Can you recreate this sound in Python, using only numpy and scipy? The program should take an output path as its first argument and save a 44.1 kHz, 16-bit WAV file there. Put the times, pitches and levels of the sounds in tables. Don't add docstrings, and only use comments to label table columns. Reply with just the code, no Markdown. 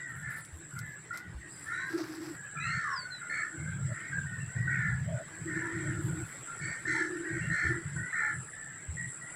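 import sys
import numpy as np
from scipy import signal
from scipy.fft import rfft, irfft
from scipy.io import wavfile
from scipy.ndimage import uniform_filter1d

SR = 44100
rng = np.random.default_rng(int(sys.argv[2]) if len(sys.argv) > 2 else 0)


def bounce(signal):
    frames = np.transpose(np.atleast_2d(signal))
    limited = np.clip(frames, -1, 1)
    pcm = np.round(limited * 32767).astype(np.int16)
    wavfile.write(sys.argv[1], SR, pcm)


def volts(x):
    e = np.asarray(x, float) / 20
    return 10 ** e


N = 412335


def in_time(rows, outside=None):
    s, *columns = np.transpose(rows)
    return [np.interp(np.arange(N) / SR, s, c, left=outside, right=outside) for c in columns]


def rms_one(x):
    return x / np.sqrt(np.mean(x ** 2) + 1e-20)


def band(x, low_hz, high_hz, order=2):
    return signal.sosfilt(signal.butter(order, [low_hz, high_hz], "band", fs=SR, output="sos"), x)


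def drift(rate_hz, size=N):
    r = np.exp(-2 * np.pi * rate_hz / SR)
    settling = 4000
    wander = signal.lfilter([1], [1, -2 * r, r * r], rng.standard_normal(size + settling))
    return rms_one(wander[settling:])


def coloured(spectrum, low_hz, high_hz):
    hz = np.fft.rfftfreq(N, 1 / SR) + 1
    at, level_db = np.transpose(spectrum)
    gain = volts(np.interp(np.log(hz), np.log(at), level_db))
    x = irfft(rfft(rng.standard_normal(N)) * gain, N)
    return x / np.sqrt(np.mean(band(x, low_hz, high_hz) ** 2))


def mottled(x, spread_db):
    spectrum = signal.stft(x, nperseg=512)[2]
    chance = uniform_filter1d(rng.standard_normal(spectrum.shape), size=3, axis=0)
    chance = uniform_filter1d(chance, size=6, axis=1)
    return signal.istft(spectrum * volts(spread_db * rms_one(chance)), nperseg=512)[1][:N]


def harsh_voice(hz, rough_hz, throb_hz, depth):
    size = len(hz)
    jittered_hz = hz + rough_hz * drift(50 + rough_hz, size)
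    tone = np.sin(2 * np.pi * np.cumsum(jittered_hz) / SR)
    throb_turns = np.cumsum(throb_hz * (1 + 0.074 * drift(24.0, size))) / SR + rng.random()
    throb = 1 + depth * np.sin(2 * np.pi * throb_turns)
    return rms_one(tone * throb * volts(1.7 * drift(38.0, size)))


def cries(table):
    out = np.zeros(N + SR)
    for start, length, first_hz, last_hz, level_db, rough_hz in table:
        part = np.arange(round(length * SR)) / (length * SR)
        hz = first_hz + (last_hz - first_hz) * (1 - (1 - part) ** 1.3)
        onset = np.minimum(part * length / (0.0023 + rough_hz / 63000.0), 1)
        swell = np.minimum(0.88 + part / 0.9, 1)
        fade = np.minimum((1 - part) / 0.4, 1)
        voice = harsh_voice(hz, max(rough_hz, 5), throb_hz=rng.uniform(64, 78), depth=0.5)
        out[round(start * SR):][:len(part)] += volts(level_db) * onset * swell * fade * voice
    return out[:N]


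def plain_cries():
    # start_s, length_s, first_hz, last_hz, level_db
    plain = [(0.0, 0.16, 1984, 1825, -44.5), (0.761, 0.047, 1414, 1444, -44.5),
             (0.809, 0.21, 1773, 1700, -48.5), (1.105, 0.068, 1358, 1466, -39),
             (1.108, 0.093, 1905, 2085, -45), (1.509, 0.11, 4880, 4980, -63),
             (1.698, 0.27, 1351, 1685, -39.5), (1.787, 0.15, 1093, 1016, -52.5),
             (2.366, 0.39, 1640, 1705, -49), (2.553, 0.39, 1357, 1386, -41.5),
             (2.568, 0.17, 2353, 2840, -45.5), (2.842, 0.17, 1226, 1007, -39),
             (2.881, 0.16, 1557, 1437, -42.5), (3.036, 0.16, 1467, 1493, -45.5),
             (3.21, 0.1, 1425, 1405, -43), (3.3, 0.21, 1420, 1218, -50), (3.658, 0.12, 1533, 1612, -45),
             (4.12, 0.13, 1605, 1567, -36.5), (4.259, 0.24, 1860, 1760, -46.5),
             (4.288, 0.092, 1480, 1520, -48.5), (4.4, 0.077, 2690, 2670, -57),
             (4.552, 0.21, 1870, 1920, -42.5), (4.671, 0.06, 1560, 1460, -33),
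             (5.14, 0.08, 1480, 1454, -50), (5.614, 0.12, 970, 985, -51.5), (5.83, 0.2, 1477, 1378, -50.5),
             (6.082, 0.23, 1465, 1440, -50.5), (6.471, 0.15, 1422, 1400, -46),
             (6.941, 0.084, 910, 883, -47.5), (7.058, 0.17, 1666, 1900, -46.5),
             (7.232, 0.21, 1663, 1563, -45), (7.417, 0.072, 2720, 2760, -51.5),
             (7.714, 0.092, 1937, 1890, -44.5), (7.956, 0.2, 1517, 1507, -42.5),
             (7.973, 0.17, 1805, 2054, -41), (8.123, 0.14, 1270, 1326, -46.5),
             (8.213, 0.089, 888, 858, -51), (8.531, 0.27, 1728, 1800, -49), (8.969, 0.11, 1905, 1900, -41),
             (9.21, 0.13, 1916, 1970, -48.5)]
    return [(s, length, first, last, db, 0.021 * first) for s, length, first, last, db in plain]


def squawks():
    # start_s, length_s, first_hz, last_hz, level_db, rasp_db (relative to level_db)
    calls = [(0.222, 0.22, 1784, 1761, -44.5, -37), (1.66, 0.29, 1780, 1850, -43.5, -25),
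             (2.641, 0.4, 1900, 1600, -40, -24.5), (3.294, 0.23, 1763, 1763, -39.5, -32),
             (3.921, 0.29, 1804, 1944, -47.5, -33), (4.667, 0.35, 1910, 1690, -37, -40.5),
             (5.474, 0.29, 1882, 1687, -41.5, -32), (5.698, 0.33, 1873, 1780, -46, -28),
             (6.597, 0.24, 1782, 1887, -44.5, -24), (6.851, 0.27, 1816, 1750, -35.5, -21),
             (7.251, 0.36, 1900, 1790, -43.5, -28), (7.499, 0.29, 1828, 1730, -34.5, -27.5),
             (8.125, 0.26, 1825, 1740, -34.5, -38)]
    # share of the pitch, level_db (relative), roughness_hz, share of length left out at each end
    cluster = [(0.81, -4.5, 60, 0.06), (1.0, 1, 50, 0.0), (1.14, -6.5, 65, 0.1), (1.26, -15, 70.6, 0.22)]
    rasp = [(1.8, -6, 90, 0.15), (2.25, -5.5, 70, 0.05), (2.5, -6, 70, 0.1), (3.1, -3.5, 70, 0.1),
            (3.55, -4, 60, 0.05), (2.6, -2.5, 1196, 0.01)]
    tones = []
    for s, length, first, last, db, rasp_db in calls:
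        for group, group_db in [(cluster, db), (rasp, db + rasp_db)]:
            tones += [(s + wait * length, (1 - 2 * wait) * length, k * first, k * last, group_db + tone_db, rough)
                      for k, tone_db, rough, wait in group]
    return tones


def piercing_cries():
    # start_s, length_s, first_hz, last_hz, level_db, octave_db (relative to level_db)
    piercing = [(1.722, 0.17, 1890, 2014, -49.5, -7), (2.6, 0.23, 1953, 2250, -45, -6),
                (3.296, 0.147, 2140, 2220, -40.5, -14.5), (6.611, 0.14, 2225, 2293, -44, -13),
                (6.874, 0.146, 1980, 2100, -38, -22), (7.508, 0.21, 2030, 2230, -47.5, -9),
                (8.102, 0.26, 1994, 2097, -50.5, -17)]
    tones = []
    for s, length, first, last, db, octave_db in piercing:
        levels = [db, db + octave_db, db + octave_db - 15.0]
        tones += [(s, length, k * first, k * last, level, 60.0) for k, level in enumerate(levels, 1)]
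    return tones


def far_cries(count, low_hz, high_hz, length_s, level_db):
    when, long, pitch, bend, loud = rng.random((count, 5)).T
    hz = low_hz * (high_hz / low_hz) ** pitch
    last_hz = hz * (1 + 0.0815 * (bend - 0.5))
    rough_hz = 25 + 0.0081 * hz
    return np.transpose([when * N / SR, length_s * (0.5 + long), hz, last_hz, level_db - 8.6 * loud, rough_hz])


def colony():
    # time_s, gain_db
    bustle = [(0, 2.5), (0.6, -2.5), (1.3, 0.5), (2.2, -3.5), (3.0, -1.5), (4.3, 3), (5.25, -2), (5.8, 4.5),
              (6.3, -4.5), (7.2, 2.1), (7.9, 1.5), (8.7, -1), (9.35, -1.5)]
    murmur = cries(far_cries(count=220, low_hz=1313, high_hz=2100, length_s=0.122, level_db=-53.0))
    murmur = volts(in_time(bustle)[0]) * murmur
    twitter = cries(far_cries(count=420, low_hz=2250, high_hz=6890, length_s=0.042, level_db=-74.5))
    voices = cries(plain_cries() + squawks() + piercing_cries()) + murmur + twitter
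    echoes = sum(volts(db) * np.roll(voices, round(s * SR)) for s, db in [(0.013, -12), (0.047, -9)])
    return voices + echoes


def cricket(strokes_hz, low_hz, high_hz, gap_db):
    turn = 2 * np.pi * (np.cumsum(strokes_hz * (1 + 0.012 * drift(5.1))) / SR + rng.random())
    stroke = volts(gap_db * (np.cos(turn) - 1) / 2)
    return_stroke = 0.61 * volts(gap_db * (np.cos(turn - 2.4) - 1))
    strikes = (stroke + return_stroke) * rng.standard_normal(N)
    return rms_one(band(strikes, low_hz, high_hz, order=4)) * volts(2.0 * drift(8.5))


def crickets():
    # time_s, low_singers_db, high_singer_db
    buzz_levels = [(0, -54, -76), (.45, -56, -60), (.65, -53, -77), (1.15, -53.5, -76), (1.24, -69, -84),
                   (1.55, -51, -63), (2.08, -62.5, -71), (2.42, -50.5, -74), (3.1, -55, -69.5),
                   (3.4, -50, -66), (4.55, -50, -68), (4.84, -55.5, -78), (5.25, -51, -68), (6.5, -49, -62),
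                   (7.71, -51.5, -66), (8.0, -47.5, -61.5), (8.5, -51.5, -60.5), (8.7, -49, -76),
                   (9.1, -47, -59.5)]
    low_db, high_db = in_time(buzz_levels)
    low = cricket(66.2, low_hz=7410, high_hz=8090, gap_db=16.0)
    low = low + 0.73 * cricket(62.5, low_hz=7272, high_hz=7980, gap_db=7)
    high = cricket(60.8, low_hz=9020, high_hz=9580, gap_db=14.0)
    faint = cricket(57.0, low_hz=10700, high_hz=10930, gap_db=10)
    singers = volts(low_db) * rms_one(low) + volts(high_db) * (high + volts(-17.5) * faint)
    return mottled(singers, spread_db=1.0)


def distant_air():
    # frequency_hz, level_db per Hz (relative)
    air_spectrum = [(100, -14), (160, 0.5), (260, -9), (1050, -13), (1500, -6), (1900, -8), (2600, -18),
                    (6300, -28.5), (9000, -25), (10500, -34.5), (15800, -40.5)]
    # time_s, level_db
    air_level = [(0, -66), (2.4, -65), (3.6, -63), (5.2, -62), (5.8, -59.5), (7.4, -61), (8.4, -63.5),
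                 (9.35, -63.5)]
    hiss = mottled(coloured(air_spectrum, 2865, 7400), spread_db=4.0)
    return volts(in_time(air_level)[0] - 3.5) * hiss


def gust(start, length):
    t = np.arange(N) / SR
    return np.clip(np.minimum(t - start, start + length - t) / 0.028, 0, 1)


def wind_rumble():
    # start_s, length_s, level_db
    gusts = [(0.08, 0.24, -51), (0.731, 0.18, -44.5), (1.224, 0.18, -53), (2.554, 0.25, -42),
             (3.571, 0.38, -36.5), (4.088, 0.43, -38.5), (4.543, 0.65, -37), (5.385, 0.3, -42),
             (5.717, 0.56, -38), (6.589, 0.14, -45), (6.85, 0.099, -54), (7.299, 0.26, -36.5),
             (7.62, 0.18, -40.5), (7.824, 0.25, -39), (8.31, 0.12, -45), (8.873, 0.23, -44.5)]
    # frequency_hz, level_db per Hz (relative)
    turbulence = [(18, -72.5), (30, -33.5), (128, 3.5), (169, -2), (260, -28.5), (340, -60), (570, -120)]
    breeze = volts(-57.5 + 1.77 * drift(6.7))
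    blown = sum(volts(db) * gust(s, length) for s, length, db in gusts) + breeze
    return blown * volts(2.0 * drift(8.0)) * coloured(turbulence, 54, 260)


def wind_howls():
    # start_s, length_s, level_db, pitch_hz
    gusts = [(1.896, 0.17, -36.5, 342), (1.981, 0.037, -42.5, 690), (2.055, 0.29, -44.5, 329),
             (3.525, 0.12, -52.5, 326), (3.875, 0.069, -52, 620), (4.64, 0.11, -57.5, 323),
             (5.061, 0.18, -45.5, 646), (5.29, 0.14, -57.5, 335), (5.436, 0.81, -43.5, 336),
             (5.83, .08, -56, 620), (6.592, 0.12, -51, 338), (6.858, 0.55, -40, 345),
             (7.49, 0.062, -44, 330), (7.621, .21, -40, 349), (7.91, 0.14, -59.5, 342)]
    white = rng.standard_normal(N) * volts(0.82 * drift(8.4))
    howls = np.zeros(N)
    for s, length, db, hz in gusts:
        howls += volts(db) * gust(s, length) * rms_one(band(white, 0.907 * hz, 1.028 * hz))
    calm = volts(-67.5 + 5.0 * drift(3.0)) * rms_one(band(white, 282, 355))
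    return howls + calm


def brushing():
    # start_s, length_s, sheen_db, body_db (relative to sheen_db)
    brushes = [(0.09, 0.039, -66, -12), (.15, 0.09, -66, -16), (0.294, 0.062, -56, -12.5),
               (0.357, 0.064, -57, -11.5), (0.515, 0.1, -68, -17), (0.745, 0.07, -61.5, -13),
               (1.127, 0.1, -64, -5.5), (1.48, 0.3, -69.5, -7), (1.83, 0.67, -66.5, -11.5),
               (1.868, 0.51, -72.5, 2.5), (1.968, 0.083, -71, 6), (5.98, 0.52, -66.5, -12)]
    # frequency_hz, level_db per Hz (relative)
    cloth_spectrum = [(500, -12.5), (1800, -5), (3000, -22.5), (5100, -9), (7000, -18), (15800, -33.5)]
    t = np.arange(N) / SR
    grain = volts(2.0 * drift(300) + 2.0 * drift(13))
    noise = grain * coloured(cloth_spectrum, 10000, 17700)
    body, sheen = band(noise, 420, 9300), band(noise, 8340, 14900)
    cloth = np.zeros(N)
    for s, length, db, body_db in brushes:
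        rise, fall = (t - s) / (0.006 + 0.065 * length), (s + length - t) / (0.23 * length)
        stroke = np.clip(np.minimum(rise, fall), 0, 1)
        cloth += volts(db) * stroke * (sheen + volts(body_db) * body)
    return cloth


def pebbles():
    # start_s, level_db
    pebble_knocks = [(0.45, -42), (0.7903, -34.5), (1.174, -33)]
    knocks, t = np.zeros(N + SR), np.arange(SR // 10) / SR
    burst = np.exp(-t / 0.0008) + volts(-11) * np.exp(-t / 0.012)
    for s, level_db in pebble_knocks:
        knocks[round(s * SR):][:len(t)] += volts(level_db) * burst * rng.standard_normal(len(t))
    return band(knocks[:N], 3500, 11800)


def hand_bumps():
    # start_s, level_db (the swell adds some), pitch_hz
    thumps = [(0.525, -43.5, 80.6), (0.746, -61, 111), (1.346, -40, 64.4), (4.919, -39, 72),
              (7.644, -36.5, 84), (8.882, -36, 80)]
    bumps, t = np.zeros(N + SR), np.arange(SR // 5) / SR
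    swell = (t / 0.0098) * np.exp(1 - t / 0.015)
    for s, level_db, hz in thumps:
        bumps[round(s * SR):][:len(t)] += volts(level_db) * np.sin(2 * np.pi * hz * t) * swell
    return bumps[:N]


def squeaks():
    # start_s, length_s, first_hz, top_hz, level_db
    high_squeaks = [(0.677, 0.09, 10500, 11500, -68), (0.82, 0.15, 11100, 12100, -72),
                    (1.36, 0.38, 8150, 8800, -62.5)]
    out = np.zeros(N)
    for start, length, first_hz, top_hz, level_db in high_squeaks:
        part = np.arange(round(length * SR)) / (length * SR)
        hz = top_hz - (top_hz - first_hz) * np.abs(part / 0.75 - 1) ** 1.3
        twin = volts(-13) * harsh_voice(1.12 * hz, 30.0, 40.0, 0.3)
        pair = harsh_voice(hz, 30.0, 39.0, 0.35) + twin
        out[round(start * SR):][:len(part)] += volts(level_db) * np.sqrt(np.sin(np.pi * part)) * pair
    return out


def whistle():
    # time_s, pitch_hz, level_db
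    notes = [(2.9, 5620, -64), (2.925, 5550, -56), (3.0, 4560, -41), (3.05, 4430, -52), (3.085, 4380, -78),
             (3.12, 4140, -47.5), (3.17, 3970, -49), (3.225, 3800, -71)]
    hz = in_time(notes)[0]
    level_db = in_time(notes, outside=-120)[1]
    strength = uniform_filter1d(volts(level_db + 3.8 * drift(60)), size=200)
    return np.sqrt(2) * strength * np.sin(2 * np.pi * np.cumsum(hz) / SR)


def scene():
    far = colony() + crickets() + distant_air()
    close = wind_rumble() + wind_howls() + brushing() + pebbles() + hand_bumps()
    return (far + close + squeaks() + whistle())[None]


def roll_off(x):
    return signal.sosfilt(signal.butter(12, 15910, fs=SR, output="sos"), x)


def record(dry):
    return roll_off(dry)


dry = scene()
out = record(dry)
bounce(out)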